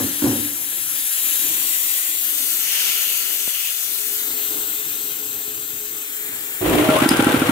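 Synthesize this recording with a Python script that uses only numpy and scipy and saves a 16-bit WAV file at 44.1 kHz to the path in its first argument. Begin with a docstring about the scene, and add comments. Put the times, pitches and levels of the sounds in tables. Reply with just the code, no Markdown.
"""Air leaks from a compressor fitting in a small workshop: hissing noise, combed by echoes off the machine.
It is heard by a hand-held pair of microphones that wanders about. Dull knocks, panel tones with a noisy
room tail, die away at the start; a grainy rasp, a few taps, a low drone and faint hum join in.
Near the end the motor is switched on and shudders up to speed, as rattling noise and ringing notes;
the pump thumps with short puffs, its valves tick with ringing chatter, and a rotor whine climbs."""
import sys
import numpy as np
from scipy import signal
from scipy.fft import rfft, irfft
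from scipy.io import wavfile
from scipy.ndimage import uniform_filter1d, map_coordinates

SR = 44100
rng = np.random.default_rng(int(sys.argv[2]) if len(sys.argv) > 2 else 0)


def persist_wave(psi):
    """Save psi, clipped to +-1, as 16-bit WAV."""
    counts = np.round(np.clip(psi, -1, 1) * 32767).astype(np.int16)
    wavfile.write(sys.argv[1], SR, np.atleast_2d(counts).T)


N = 331191
T = np.arange(N) / SR  # time of each sample, s
HZ = np.fft.rfftfreq(1024, 1 / SR)[:, None]  # pitches of the short-time spectra
FRAMES = np.arange(N // 256 + 5) * 256 / SR  # times of the short-time spectra, s


def amp(db):
    """Turn decibels into a plain factor."""
    return 10 ** (np.asarray(db) / 20)


def evened(x):
    """Scale a signal to an rms of 1."""
    return x / np.sqrt(np.mean(abs(x) ** 2) + 1e-20)


def read(points, hz, order=1):
    """Read one column of a spectrum on a log-frequency axis."""
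    rows = np.transpose(points)
    return np.interp(np.log(hz + 1), np.log(rows[0] + 1), rows[order])


def follow(rows, t):
    """Read every column of a curve at the times t."""
    s, *columns = np.transpose(rows)
    return [np.interp(t, s, c) for c in columns]


def hump(hz, width):
    """Gain of a resonance: highest at hz, falling on both sides."""
    return 1 / (1 + ((HZ - hz) / (width / 2)) ** 2)


def step(hz, width):
    """Gain that climbs smoothly from 0 below hz to 1 above it."""
    return .5 + .5 * np.tanh((HZ - hz) / width)


def drift(count, *sizes):
    """Random curve of rms 1, made slower by a running mean of each size."""
    x = rng.standard_normal(count)
    for size in sizes:
        x = uniform_filter1d(x, size=size)
    return evened(x)


def ring(t, hz, db, t60):
    """A struck note: a sine that falls by 60 dB in t60 seconds."""
    return amp(db - 60 * t / t60) * np.sin(2 * np.pi * hz * t)


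def add(mix, s, sound):
    """Add a sound into the mix at time s, cut off at the end."""
    part = mix[..., round(s * SR):][..., :sound.shape[-1]]
    part += sound[..., :part.shape[-1]]


# How alike diffuse sound is at the two microphones: (frequency [Hz], likeness [-1 to 1])
LIKENESS = [(60, 1), (180, 0.98), (550, 0.64), (1650, -0.28), (4970, -0.02), (15000, 0.04)]


def noise(gains, same=None, turn=0):
    """Two partly alike noises from short-time spectra; gains is (2, bins, frames or 1)."""
    a, b, c, d = rng.standard_normal((len(FRAMES), len(HZ), 4)).T
    same = np.clip(read(LIKENESS, HZ) if same is None else same, 0, 1)
    left = a + 1j * b
    right = (same * left + np.sqrt(1 - same ** 2) * (c + 1j * d)) * np.exp(1j * turn)
    return signal.istft(gains * np.array([left, right]), nperseg=1024, noverlap=768)[1][:, :N]


# Colour difference of the two microphones: (frequency [Hz], left minus right [dB])
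MICROPHONES = [(60, -4), (130, 1), (290, -2.5), (640, 1.5), (1410, 4), (3100, 2.5), (6820, 1.5),
               (15000, 13.5)]


def ported(gain):
    """Give a sound the colour difference of the two microphones."""
    half = amp(read(MICROPHONES, HZ) / 2)
    return np.array([gain * half, gain / half])


def narrow(hz, width, steady=0.54):
    """Noise sent twice through a sharp resonance, its swells partly evened; width is in Hz."""
    a, b = rng.standard_normal((N, 2)).T
    same = np.clip(read(LIKENESS, hz), 0, 1)
    x = np.array([a, same * a + np.sqrt(1 - same ** 2) * b])
    pole = np.exp((2j * hz - width) * np.pi / SR)
    tone = evened(signal.lfilter([1], [1, -2 * pole, pole ** 2], x))
    tone = tone.real / (abs(tone) + 0.51) ** np.clip(steady, 0, 1)
    return evened(tone) * amp(read(MICROPHONES, hz) / 2 * np.array([[1], [-1]]))


# The leak as the microphones move, levels relative:
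# (time [s], level [dB], lift of the hiss under 7 kHz [dB])
LEAK_PATH = [(0.3, -28, 5.5), (0.62, -28.5, 2.5), (1.37, -22.5, 3), (1.9, -21.5, 2.5), (2.2, -23, 1.5),
             (2.6, -24, 4), (2.85, -23, 8.5), (3.1, -23.5, 4), (3.75, -26, 4.5), (4.2, -25.5, 2.5),
             (4.45, -24.5, 0.5), (5.15, -27.5, 0.5), (5.25, -28.5, 1), (5.9, -29.5, 1), (6.57, -29.5, 1)]
# Colour of the air jet at each microphone: (frequency [Hz], left [dB], right [dB])
JET_COLOUR = [(496, -18.5, -19), (900, -20, -21.5), (1505, -12, -18), (2010, -9, -12.5), (3730, -6.5, -9),
              (3830, -7.5, -10.5), (5560, -15.5, -15), (5560, -10.5, -11.5), (7140, -1, -6), (8080, 2.5, 0),
              (9150, 2, -3.5), (9650, 6, -7.5), (12100, 4, -10.5), (13800, 6.5, -10), (15700, 2.5, -26)]
# Where the holder stands; the machine shadows a band of the hiss:
# (time of arrival [s], top of shadow [Hz], shadow left [dB], shadow right [dB],
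# bright fringe near the shadow's top [dB], ridge near 8 kHz [dB], fill of the 5 kHz dip [dB],
# lift near 1.6 kHz [dB], delay of the right microphone [ms])
STANDING_PLACES = [(0, 9990, -4, 7.5, 3, -0.5, 2, 2, 0.28), (1.6, 12040, -5, 2.5, 3.5, -1.5, 0.5, 1, 0.28),
                   (2.4, 11180, -3.5, 0.5, 3, -5, 3, -1, .12),
                   (4.4, 11870, -10.5, -3.5, 1.5, 1, 1.5, 3.5, 0.2307),
                   (6.2, 11630, -9.5, 0, 0, 3, -0.5, 9, 0.18)]
# Hollows of the machine colour the jet: (frequency [Hz], width [Hz], then level at each place [dB])
MACHINE_HOLLOWS = [(1085, 90, -5, 1, -5.5, -5, -11), (1375, 63, 4.5, 1.5, 7, 6.5, 1.5),
                   (1720, 180, 4.5, 5, 0, 2, -2)]
MOVE_S, SLIDE = 0.29, 0.248  # length of a move; how far the ridges follow the shadow's top
SWITCH_ON_S = 6.608  # the motor's contacts close
DUCK_DB, DUCK_S = -5.5, 0.49  # the recorder turns the hiss down by this much once the motor runs, in this time


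def leak():
    """Jet noise; echoes off the machine comb it into fine ridges that hold while the holder stands still."""
    level_db, lower_db = follow(LEAK_PATH, FRAMES)
    arrive, *columns = np.transpose(STANDING_PLACES)
    top_hz = columns[0]
    place = sum(np.clip((FRAMES - s) / MOVE_S + 1, 0, 1) for s in arrive[1:])
    blend = np.clip(1 - abs(place - np.arange(len(arrive))[:, None]), 0, 1)
    settings = np.array(columns) @ blend
    edge_hz, left_db, right_db, rim_db, ridge_db, fill_db, lift_db, delay_ms = settings

    # each place has its own random ridges; the hand sways, so the ridges slide
    ridges = uniform_filter1d(rng.standard_normal((len(arrive), len(HZ), 4)).T, size=3, axis=1)
    ridges += 0.6 * uniform_filter1d(ridges, size=9, axis=1)
    fields = evened(ridges) @ (blend / np.linalg.norm(blend, axis=0))
    sway = 1.76 * drift(len(FRAMES), 120, 120)
    slid = np.arange(len(HZ))[:, None] * (1 + sway / 300) * (edge_hz.mean() / edge_hz) ** SLIDE
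    spots = [slid, np.arange(len(FRAMES)) + 0 * slid]
    left, right, alike, turn = (map_coordinates(f, spots, order=1, mode="nearest") for f in fields)
    depth_db = .8 * step(1500, 800) + 1.1 * step(7000, 3000)  # short waves are combed deeper

    patches = uniform_filter1d(rng.standard_normal((len(FRAMES), len(HZ))).T, size=12, axis=0)
    patches = evened(uniform_filter1d(patches, size=16, axis=1))
    flicker = drift(len(FRAMES), 3)

    lower = lower_db * (1 - step(7050, 410)) + fill_db * hump(5150, 1800) + lift_db * hump(1460, 2100)
    hollows = sum((np.array(db) @ blend) * hump(hz, width) for hz, width, *db in MACHINE_HOLLOWS)
    duck = DUCK_DB * np.clip((FRAMES - SWITCH_ON_S) / DUCK_S, 0, 1)
    shared = level_db + duck + lower + ridge_db * hump(7780, 400) + hollows
    shared = shared + 1.3 * patches + .5 * flicker

    left_shadow = left_db * (step(8250, 280) * (1 - step(top_hz, 200)) @ blend)
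    right_shadow = right_db * step(9070, 300) * (1 - step(13000, 1500))
    rim = rim_db * (hump(top_hz + 350, 460) @ blend)
    colour = np.array([read(JET_COLOUR, HZ) + left_shadow + rim + depth_db * left,
                       read(JET_COLOUR, HZ, order=2) + right_shadow + depth_db * right])
    gains = amp(-20.0) * amp(colour + shared) * step(504, 150) * step(200, 60)
    lag = 2 * np.pi * HZ * delay_ms / 1000  # the sound reaches the right microphone a little later
    turn = 1.7 * turn * step(3950, 1500) * (1 - hump(7540, 1200))
    return noise(gains, 0.57 + 2.8 * alike, turn - lag)


# Colours of the motor's rattle and of its belt and fan rush: (frequency [Hz], level [dB])
RATTLE_COLOUR = [(18, -52), (30, -30), (93, -16), (125, 1.5), (152, -7), (191, -18), (312, -2), (553, -4),
                 (684, -4), (903, -12), (1500, -20), (1950, -43), (3300, -120)]
RUSH_COLOUR = [(530, -32), (900, -2.5), (1260, -2), (1380, -6.5), (1970, -4), (2260, -5), (3260, -6),
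               (5010, -19.5), (5750, -19.5), (8030, -17.5), (8830, -16), (10500, -19), (11000, -14.5),
               (14300, -42), (22000, -120)]
# Frame and tank notes that the rattle feeds, levels relative:
# (frequency [Hz], width [Hz], level [dB], time of strongest ringing [s], length of swell [s])
FRAME_NOTES = [(372, 40, -18, 6.625, 0.024), (363, 52, -22, 6.68, 0.15), (305.5, 33, -19.5, 6.76, 0.092),
               (255, 52, -26, 6.74, 0.053), (2334, 38, -32, 6.77, 0.04), (635, 27, -26, 6.855, .016),
               (428.7, 9.8, -26.5, 6.78, 0.053), (624, 10, -23, 6.93, 0.075), (495, 9, -25, 6.95, 0.055),
               (840, 12, -33, 7.1, 0.25), (495, 10, -32, 7.33, .15), (810, 8.9, -34, 7.19, 0.25),
               (1070, 24, -23, 6.98, 0.021), (1087, 10, -37, 7.7, 0.26), (1360, 18, -34, 6.98, 0.2),
               (1520, 150, -28.5, 7.25, 0.18), (752, 14, -33, 7.1, 0.1), (54.4, 14, -26, 6.7, 0.06),
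               (121, 73, -34, 7.4, 0.27)]
BITE_S, SWELL_S, FIRST_DB = .006, .04, -7  # the rattle bites at once, this far down, then swells
RATTLE_DB, SETTLE_DB_PER_S = -20, -5  # level before the changes below; slow settling
RUSH_DB, RUSH_PEAK_S, RUSH_FALL_DB_PER_S = -21, 7.06, -7.5  # strongest as full speed is reached
TURN_SAG_DB, SHUDDER_DB = -1.5, -5  # sinking over each turn; holding back just before each main stroke
DIP_S, DIP_WIDTH_S, DIP_DB = 7.082, 0.014, -10  # brief drop as the starting switch throws
GRIT_DB = -0.5  # the rush comes in coarse grains


def motor():
    """Rattle and rush swell at the switch-on; frame notes swell and fade, each at its own time."""
    since = np.maximum(T - SWITCH_ON_S, 0)
    on = np.clip(since / BITE_S, 0, 1)
    bite_db = FIRST_DB * np.exp(-since / SWELL_S)
    turn = np.interp(T, np.transpose(CRANK_TURNS)[0], np.arange(len(CRANK_TURNS))) % 1
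    sag_db = TURN_SAG_DB * turn ** 2
    dip_db = DIP_DB * np.exp(-.5 * ((T - DIP_S) / DIP_WIDTH_S) ** 2)
    rattle_db = RATTLE_DB + bite_db + SETTLE_DB_PER_S * since + sag_db + SHUDDER_DB * turn ** 6 + dip_db
    rush_db = RUSH_DB + bite_db + RUSH_FALL_DB_PER_S * abs(T - RUSH_PEAK_S) + 1.2 * sag_db + .5 * dip_db
    frame_db = bite_db + dip_db + .5 * TURN_SAG_DB * turn
    shake = amp(1.7 * drift(N, 500))
    grit_db = GRIT_DB * drift(N, 120)
    rattle, rush = (evened(noise(ported(amp(read(c, HZ)) * (HZ < c[-1][0]))))
                    for c in (RATTLE_COLOUR, RUSH_COLOUR))
    frame = 0
    for hz, width, db, s, swell in FRAME_NOTES:
        frame = frame + amp(db) * narrow(hz, width, steady=0.39) * np.exp(-.5 * ((T - s) / swell) ** 2)
    noises = amp(rattle_db) * rattle + amp(rush_db + grit_db) * rush
    return on * (shake * noises + amp(frame_db) * shake ** .5 * frame)


# Turns of the crank, levels relative: (time of the main stroke [s], its level [dB],
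# time of the second piston [s], its level [dB], reed snap [dB])
CRANK_TURNS = [(6.74, -19, 6.817, -12, -40), (6.886, -3.5, 6.952, -12, -11), (7.017, -5, 7.057, -5.5, -17),
               (7.109, -4.5, 7.141, -11.5, -10.5), (7.19, -4, 7.222, -9, -10),
               (7.265, -4, 7.297, -12, -10.5), (7.34, -5, 7.372, -18, -13), (7.416, -6.5, 7.447, -22, -14),
               (7.49, -5.5, 9.1, -34, -15)]
# Notes of the cylinder head: (frequency [Hz], level [dB], time to fall 60 dB [s])
HEAD_NOTES = [(1373, 1.5, 0.071), (1530, -2.5, 0.047), (810, -5, 0.033), (2310, -8, 0.04),
              (3030, -13, 0.03)]
PUFF_HZ, SECOND_HZ, PUFF_SPREAD = 272, 296, 0.02  # intake notes of the two pistons, relative scatter
LAG_S, RISE_S = .0016, .0033  # the puff leaves just after the valve opens; time to its peak
HEAD_DB = -10.5  # head ring against the stroke


def pump():
    """Each stroke sends a short swelling puff out of the intake and rings the cylinder head."""
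    puffs, head, t = np.zeros(N), np.zeros(N), T[:3000]
    start, main_db, second, second_db, _ = np.transpose(CRANK_TURNS)
    strokes = np.transpose([np.append(start, second), np.append(main_db, second_db)])
    spread = rng.standard_normal((len(strokes), len(HEAD_NOTES), 2))
    scatter = 1 + PUFF_SPREAD * rng.standard_normal(len(strokes))
    notes_hz = np.repeat([PUFF_HZ, SECOND_HZ], len(CRANK_TURNS)) * scatter
    swell = (t / RISE_S * np.exp(1 - t / RISE_S)) ** 1.5
    for (s, db), puff_hz, chance in zip(strokes, notes_hz, spread):
        add(puffs, s + LAG_S, -amp(db) * swell * np.sin(2 * np.pi * puff_hz * t))
        clang = sum(ring(t, hz * (1 + 0.013 * j), d + 1.2 * k, t60)
                    for (hz, d, t60), (k, j) in zip(HEAD_NOTES, chance))
        add(head, s + 0.00202, amp(db + HEAD_DB) * clang * (1 - np.exp(-t / 0.004)))
    return puffs * amp([[-1.1], [1.1]]) + head * amp([[2.5], [-2.5]])


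SNAP_AT, BEND = .73, 0.13  # place of the snap in the turn; it comes later while the crank speeds up


def crank(place):
    """Times at which each turn reaches a place between 0 and 1."""
    start = np.transpose(CRANK_TURNS)[0]
    length = np.diff(start)
    length = np.append(length, [length[-1], length[-1]])
    return start + length[:-1] * (place + BEND * (1 - length[1:] / length[:-1]))


# Clicks of the starting switch, levels relative: (time [s], level [dB], weight of the lower notes [dB])
SWITCH_CLICKS = [(6.6977, -13, -22), (6.754, -15, -16), (7.0897, 1, -12), (7.1064, -9, -8),
                 (7.1254, -15, -6), (7.2234, -15, -20)]
# High and low notes of a tick: (frequency [Hz], level [dB], time to fall 60 dB [s])
HIGH_NOTES = [(8200, -6, .025), (9500, -4, .02), (10400, -3, .018), (11400, -2, .006), (12400, -2, .006),
              (13800, -2, .006), (15000, -2, .005)]
LOW_NOTES = [(1850, 7, 0.012), (4950, 2, 0.035), (5180, 1, 0.025)]
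OPEN_LAG_S, OPEN_DB = 0.0022, -19  # a lighter tick follows each main stroke; level against the stroke
REED_LOW_DB = -33  # weight of the lower notes in a reed tick
REED_HZ, REED_DB, REED_T60_S = 10400, -19, .03  # the intake reed sings; level against the stroke
CHATTER_S, SNAP_PER_LOW = .0011, 9  # chatter dies this fast; heavier parts snap harder


def ticks():
    """Steel reeds and the switch snap open or shut: a few milliseconds of chatter ring short notes."""
    out, t = np.zeros((2, N)), T[:2500]
    start, main_db, *_, snap_db = np.transpose(CRANK_TURNS)
    reeds = zip(np.append(start + OPEN_LAG_S, crank(SNAP_AT)), np.append(main_db + OPEN_DB, snap_db))
    rows = SWITCH_CLICKS + [(s, db, REED_LOW_DB) for s, db in reeds if s < N / SR]
    chance = rng.standard_normal((len(rows), 2, 140))
    spread = rng.standard_normal((len(rows), len(HIGH_NOTES)))
    fade = t[:140] * np.exp(-t[:140] / CHATTER_S)
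    for (s, db, low_db), chatter, tilt in zip(rows, chance, spread):
        high = sum(amp(2.5 * k) * ring(t, *note) for k, note in zip(tilt, HIGH_NOTES))
        high[0] = 2 + SNAP_PER_LOW * amp(low_db)  # the bare snap before the ring
        tick = signal.fftconvolve(chatter * fade, high[None], axes=1)[:, :len(t)]
        low = amp(low_db) * (1 - np.exp(-t / 0.005)) * sum(ring(t, *note) for note in LOW_NOTES)
        add(out, s, amp(db) * (tick / abs(tick).max(axis=1, keepdims=True) + low))
    song = (1 - np.exp(-t / 0.00048)) * ring(t, REED_HZ, REED_DB, REED_T60_S)
    for s, db in zip(start, main_db):
        add(out, s + OPEN_LAG_S, amp(db) * song)
    hz = np.fft.rfftfreq(N, 1 / SR)
    out[1] = irfft(rfft(out[1]) / amp(read(MICROPHONES, hz)), N)  # the right microphone is duller
    return out


# Rotor whine rising with the speed, levels relative: (time [s], frequency [Hz], level [dB])
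WHINE_PATH = [(6.62, 200, -40), (6.85, 640, -36), (6.96, 1050, -34), (7.06, 1540, -33), (7.1, 1620, -45)]
# Bands of the whine: (multiple of its frequency, level [dB])
WHINE_BANDS = [(0.501, -1), (1.001, 2.5), (1.25, -6)]
WHINE_WIDTH_HZ, WHINE_LUMP_DB = 90, 3.5  # blur of each band; random unevenness


def whine():
    """Blurred, lumpy bands that climb while the rotor gathers speed."""
    hz, db = follow(WHINE_PATH, T)
    cycles = np.cumsum(hz) / SR
    r, out = np.exp(-np.pi * WHINE_WIDTH_HZ / SR), 0
    for multiple, band_db in WHINE_BANDS:
        a, b = rng.standard_normal((N, 2)).T
        fuzz = evened(signal.lfilter([1], [1, -2 * r, r ** 2], a + 1j * b))
        band = np.sqrt(2) * (fuzz * np.exp(2j * np.pi * multiple * cycles)).real
        out = out + amp(band_db + WHINE_LUMP_DB * drift(N, 900)) * band
    return amp(db) * out * (T > SWITCH_ON_S) * (T < WHINE_PATH[-1][0])


# Dull knocks, levels relative: (time [s], level in the room [dB], level of the direct thud [dB])
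KNOCK_TIMES = [(0.001, -23, -22), (0.2203, -27, -6), (0.2408, -28, -4), (.2548, -36, -9), (.2625, -40, -10),
               (.2715, -34, -6), (.2915, -42, -14), (.313, -42, -13), (.331, -44, -14), (.351, -42, -14),
               (.375, -46, -19), (.453, -52, -25), (.485, -54, -26)]
# Colour of the knocks in the room: (frequency [Hz], level [dB per Hz])
KNOCK_ROOM_COLOUR = [(24, -70), (40, -46), (97, -14), (193, -20), (250, 0), (348, -5.5), (406, -19),
                     (626, -8.5), (671, 6), (1930, -8), (2500, -18), (3250, -59), (5500, -120)]
# Notes of the struck panel itself: (frequency [Hz], level [dB], time to fall 60 dB [s])
PANEL_NOTES = [(288, 0, .045), (118, -15, .15), (510, -15, .03), (920, -17, .02), (1450, -19, .015),
               (2200, -24, .01)]
# Room notes that linger: (frequency [Hz], width [Hz], level [dB], time to fall 60 dB [s])
ROOM_NOTES = [(290.3, 10, -14, 1.25), (335, 16, -11, 0.5), (254, 40, -11, 0.3), (107, 23, -9, 0.45),
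              (506, 40, -18, .15)]


def knocks():
    """A struck panel, plus low room noise whose top dies first; a few room notes linger."""
    t, blow, direct = T[:SR], np.zeros(N), np.zeros(N)
    body = -sum(ring(t, *note) * (1 - np.exp(-t * note[0] / .85)) for note in PANEL_NOTES)
    for s, db, direct_db in KNOCK_TIMES:
        blow[round(s * SR)] = amp(db)
        add(direct, s, amp(direct_db) * body)

    def dying(t60):
        """Loudness curve: each blow rises fast and falls 60 dB in t60 seconds."""
        return signal.oaconvolve(blow, amp(-60 * t / t60) * (1 - np.exp(-t / 0.00085)))[:N]

    colour = amp(read(KNOCK_ROOM_COLOUR, HZ)) * (HZ > 70)
    boom, slap = (evened(noise(ported(colour * part))) for part in (HZ < 600, HZ >= 600))
    thud = amp(2.0) * dying(0.4) * boom + amp(-6.5) * dying(0.25) * slap
    linger = sum(amp(db) * dying(t60) * narrow(hz, width, steady=0.29) for hz, width, db, t60 in ROOM_NOTES)
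    return thud + direct + linger


# A dry rasp, levels relative: (time [s], level of its core [dB], level of its wide skirt [dB])
RASP_PATH = [(2.55, -37, -48), (2.65, -32.5, -41), (2.74, -30, -41), (2.88, -28.5, -27.5),
             (2.94, -28.5, -45), (3.03, -31, -38), (3.1, -33, -50), (3.43, -37.5, -56), (3.67, -30.5, -52),
             (3.78, -41, -54), (3.85, -47, -50)]
CORE_HZ, CORE_WIDTH_HZ = 2900, 900
SKIRT_HZ, SKIRT_WIDTH_HZ = 5600, 6000


def rasp():
    """Grainy noise with a narrow core and a wide skirt."""
    core_db, skirt_db = follow(RASP_PATH, T)
    on = np.interp(T, [RASP_PATH[i][0] for i in (0, 1, -2, -1)], [0, 1, 1, 0])
    grain = amp(0.5 * drift(N, 300) + 2.0 * drift(N, 1500))
    both = np.ones((2, 1, 1))
    core = evened(noise(hump(CORE_HZ, CORE_WIDTH_HZ) * both, 0.05))
    skirt = evened(noise(hump(SKIRT_HZ, SKIRT_WIDTH_HZ) * both, 0.05))
    return on * grain * (amp(core_db) * core + amp(skirt_db) * skirt)


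# Taps on the microphone case, levels relative: (time [s], level [dB], time scale [s], left minus right [dB])
CASE_TAPS = [(1.484, -41, 0.0012, -1), (2.163, -55, .003, 0), (3.07, -47, 0.0018, 0),
             (3.477, -19.5, 0.00039, -26), (5.479, -34, 0.00057, -1)]


def taps():
    """A finger on the case: one push and its rebound."""
    out = np.zeros((2, N))
    for s, db, length, pan_db in CASE_TAPS:
        u = T[:2000] / length
        add(out, s, amp(db + np.array([[pan_db], [0]])) * 3 * u * (2 - u) * np.exp(-u))
    return out


WANDER_S = 0.092  # length of each of the two running means


def wander(t, step_s):
    """Slow chance of rms 1 at the times t."""
    size = max(round(WANDER_S / step_s), 1)
    return drift(len(t), size, size)


# Low drone of the shop, levels relative:
# (time [s], level [dB], lift of the bass [dB], level of its narrow note [dB])
DRONE_PATH = [(0.55, -43.5, 5, -72), (1.1, -54.5, 5, -80), (1.27, -43, -7, -64), (1.65, -43.5, 1, -64),
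              (1.85, -49, 0.5, -59.5), (2.55, -48.5, -12, -58.5), (2.95, -57, -1, -51.5),
              (3.35, -48.5, -6, -51.5), (3.7, -63.5, 3, -63), (3.9, -49.5, 3, -52), (4.35, -44, -2, -45.5),
              (5.0, -45.5, 1, -48.5), (5.8, -50, 3, -47), (6.57, -46.5, 0.5, -51)]
# Colour of the drone: (frequency [Hz], level [dB per Hz])
DRONE_SPECTRUM = [(15, -59), (25, 4), (60, -28), (136, -8), (207, -16.5), (301, 1.5), (389, -8.5),
                  (479, -7.5), (565, -15.5), (900, -12), (1170, -14), (1500, -25), (1980, -120)]
NOTE_HZ, NOTE_WIDTH_HZ = 422, 14
WANDER_DB, BASS_WANDER_DB, NOTE_WANDER_DB = 2.06, 3.0, 1.0  # random wavering of level, bass and note


def drone():
    """Low rumble of the shop, shaped noise, with one narrow, fluttering note."""
    level_db, _, note_db = follow(DRONE_PATH, T)
    bass_db = follow(DRONE_PATH, FRAMES)[1] + BASS_WANDER_DB * wander(FRAMES, 256 / SR)
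    colour_db = read(DRONE_SPECTRUM, HZ) + bass_db * (1 - step(190, 30))
    rumble = evened(noise(ported(amp(colour_db) * (HZ > 20))))
    note = narrow(NOTE_HZ, NOTE_WIDTH_HZ, steady=.7)
    rumble = amp(level_db + WANDER_DB * wander(T, 1 / SR)) * rumble
    return rumble + amp(note_db + NOTE_WANDER_DB * wander(T, 1 / SR)) * note


# Hum lines, most at multiples of 120 Hz: (frequency [Hz], level once risen [dB])
HUM_LINES = [(240, -60), (291, -59), (360, -63), (480, -62), (600, -66), (840, -66)]
MAINS_FROM_S, MAINS_RISE_S = 4.3, 0.98  # it grows as the holder nears the switch box


def mains():
    """Faint hum: sine waves that fade in and then hold steady."""
    rise = np.clip((T - MAINS_FROM_S) / MAINS_RISE_S, 0, 1)
    return rise * sum(amp(db) * np.sin(2 * np.pi * (hz * T + rng.random())) for hz, db in HUM_LINES)


# How long the shop rings: (frequency [Hz], time to fall 60 dB [s])
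SHOP_DECAY = [(100, 0.28), (300, 0.65), (1000, 0.22), (4000, 0.6), (12000, 0.12)]


def shop(x):
    """Room echo: sparse taps of random sign, each band dying at its own speed."""
    echoes = np.zeros((2, SR // 2))
    slots = np.arange(300, SR // 2 - 20, 20)
    at = slots + rng.integers(0, 20, (2, len(slots)))
    np.put_along_axis(echoes, at, rng.choice([-1., 1.], at.shape), 1)
    hz, t, z = signal.stft(echoes, SR, nperseg=256)
    same = np.clip(read(LIKENESS, hz), 0, 1)[:, None]
    z[1] = same * z[0] + np.sqrt(1 - same ** 2) * z[1]
    tail = signal.istft(z * amp(-60 * t / read(SHOP_DECAY, hz)[:, None]), SR, nperseg=256)[1]
    return signal.fftconvolve(x, tail / np.linalg.norm(tail[0]), axes=1)[:, :N]


WET_DB = -13  # room echo of the pump, ticks and whine


def scene():
    """Mix all sources; the pump, ticks and whine also echo in the shop."""
    blows = pump() + ticks() + whine()
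    machine = motor() + blows + amp(WET_DB) * shop(blows)
    return leak() + machine + knocks() + rasp() + taps() + drone() + mains()


EDGE_HZ = 15760  # top of the recorded band


def record(dry):
    """The microphones lose the deepest bass; then the full-scale ceiling and the band limit."""
    high_pass = signal.butter(2, 60, "high", fs=SR, output="sos")
    thin = np.clip(signal.sosfilt(high_pass, dry), -1, 1)
    low_pass = signal.firwin(1023, EDGE_HZ, window=("kaiser", 9), fs=SR)
    return signal.oaconvolve(thin, low_pass[None], "same")


dry = scene()
out = record(dry)
persist_wave(out)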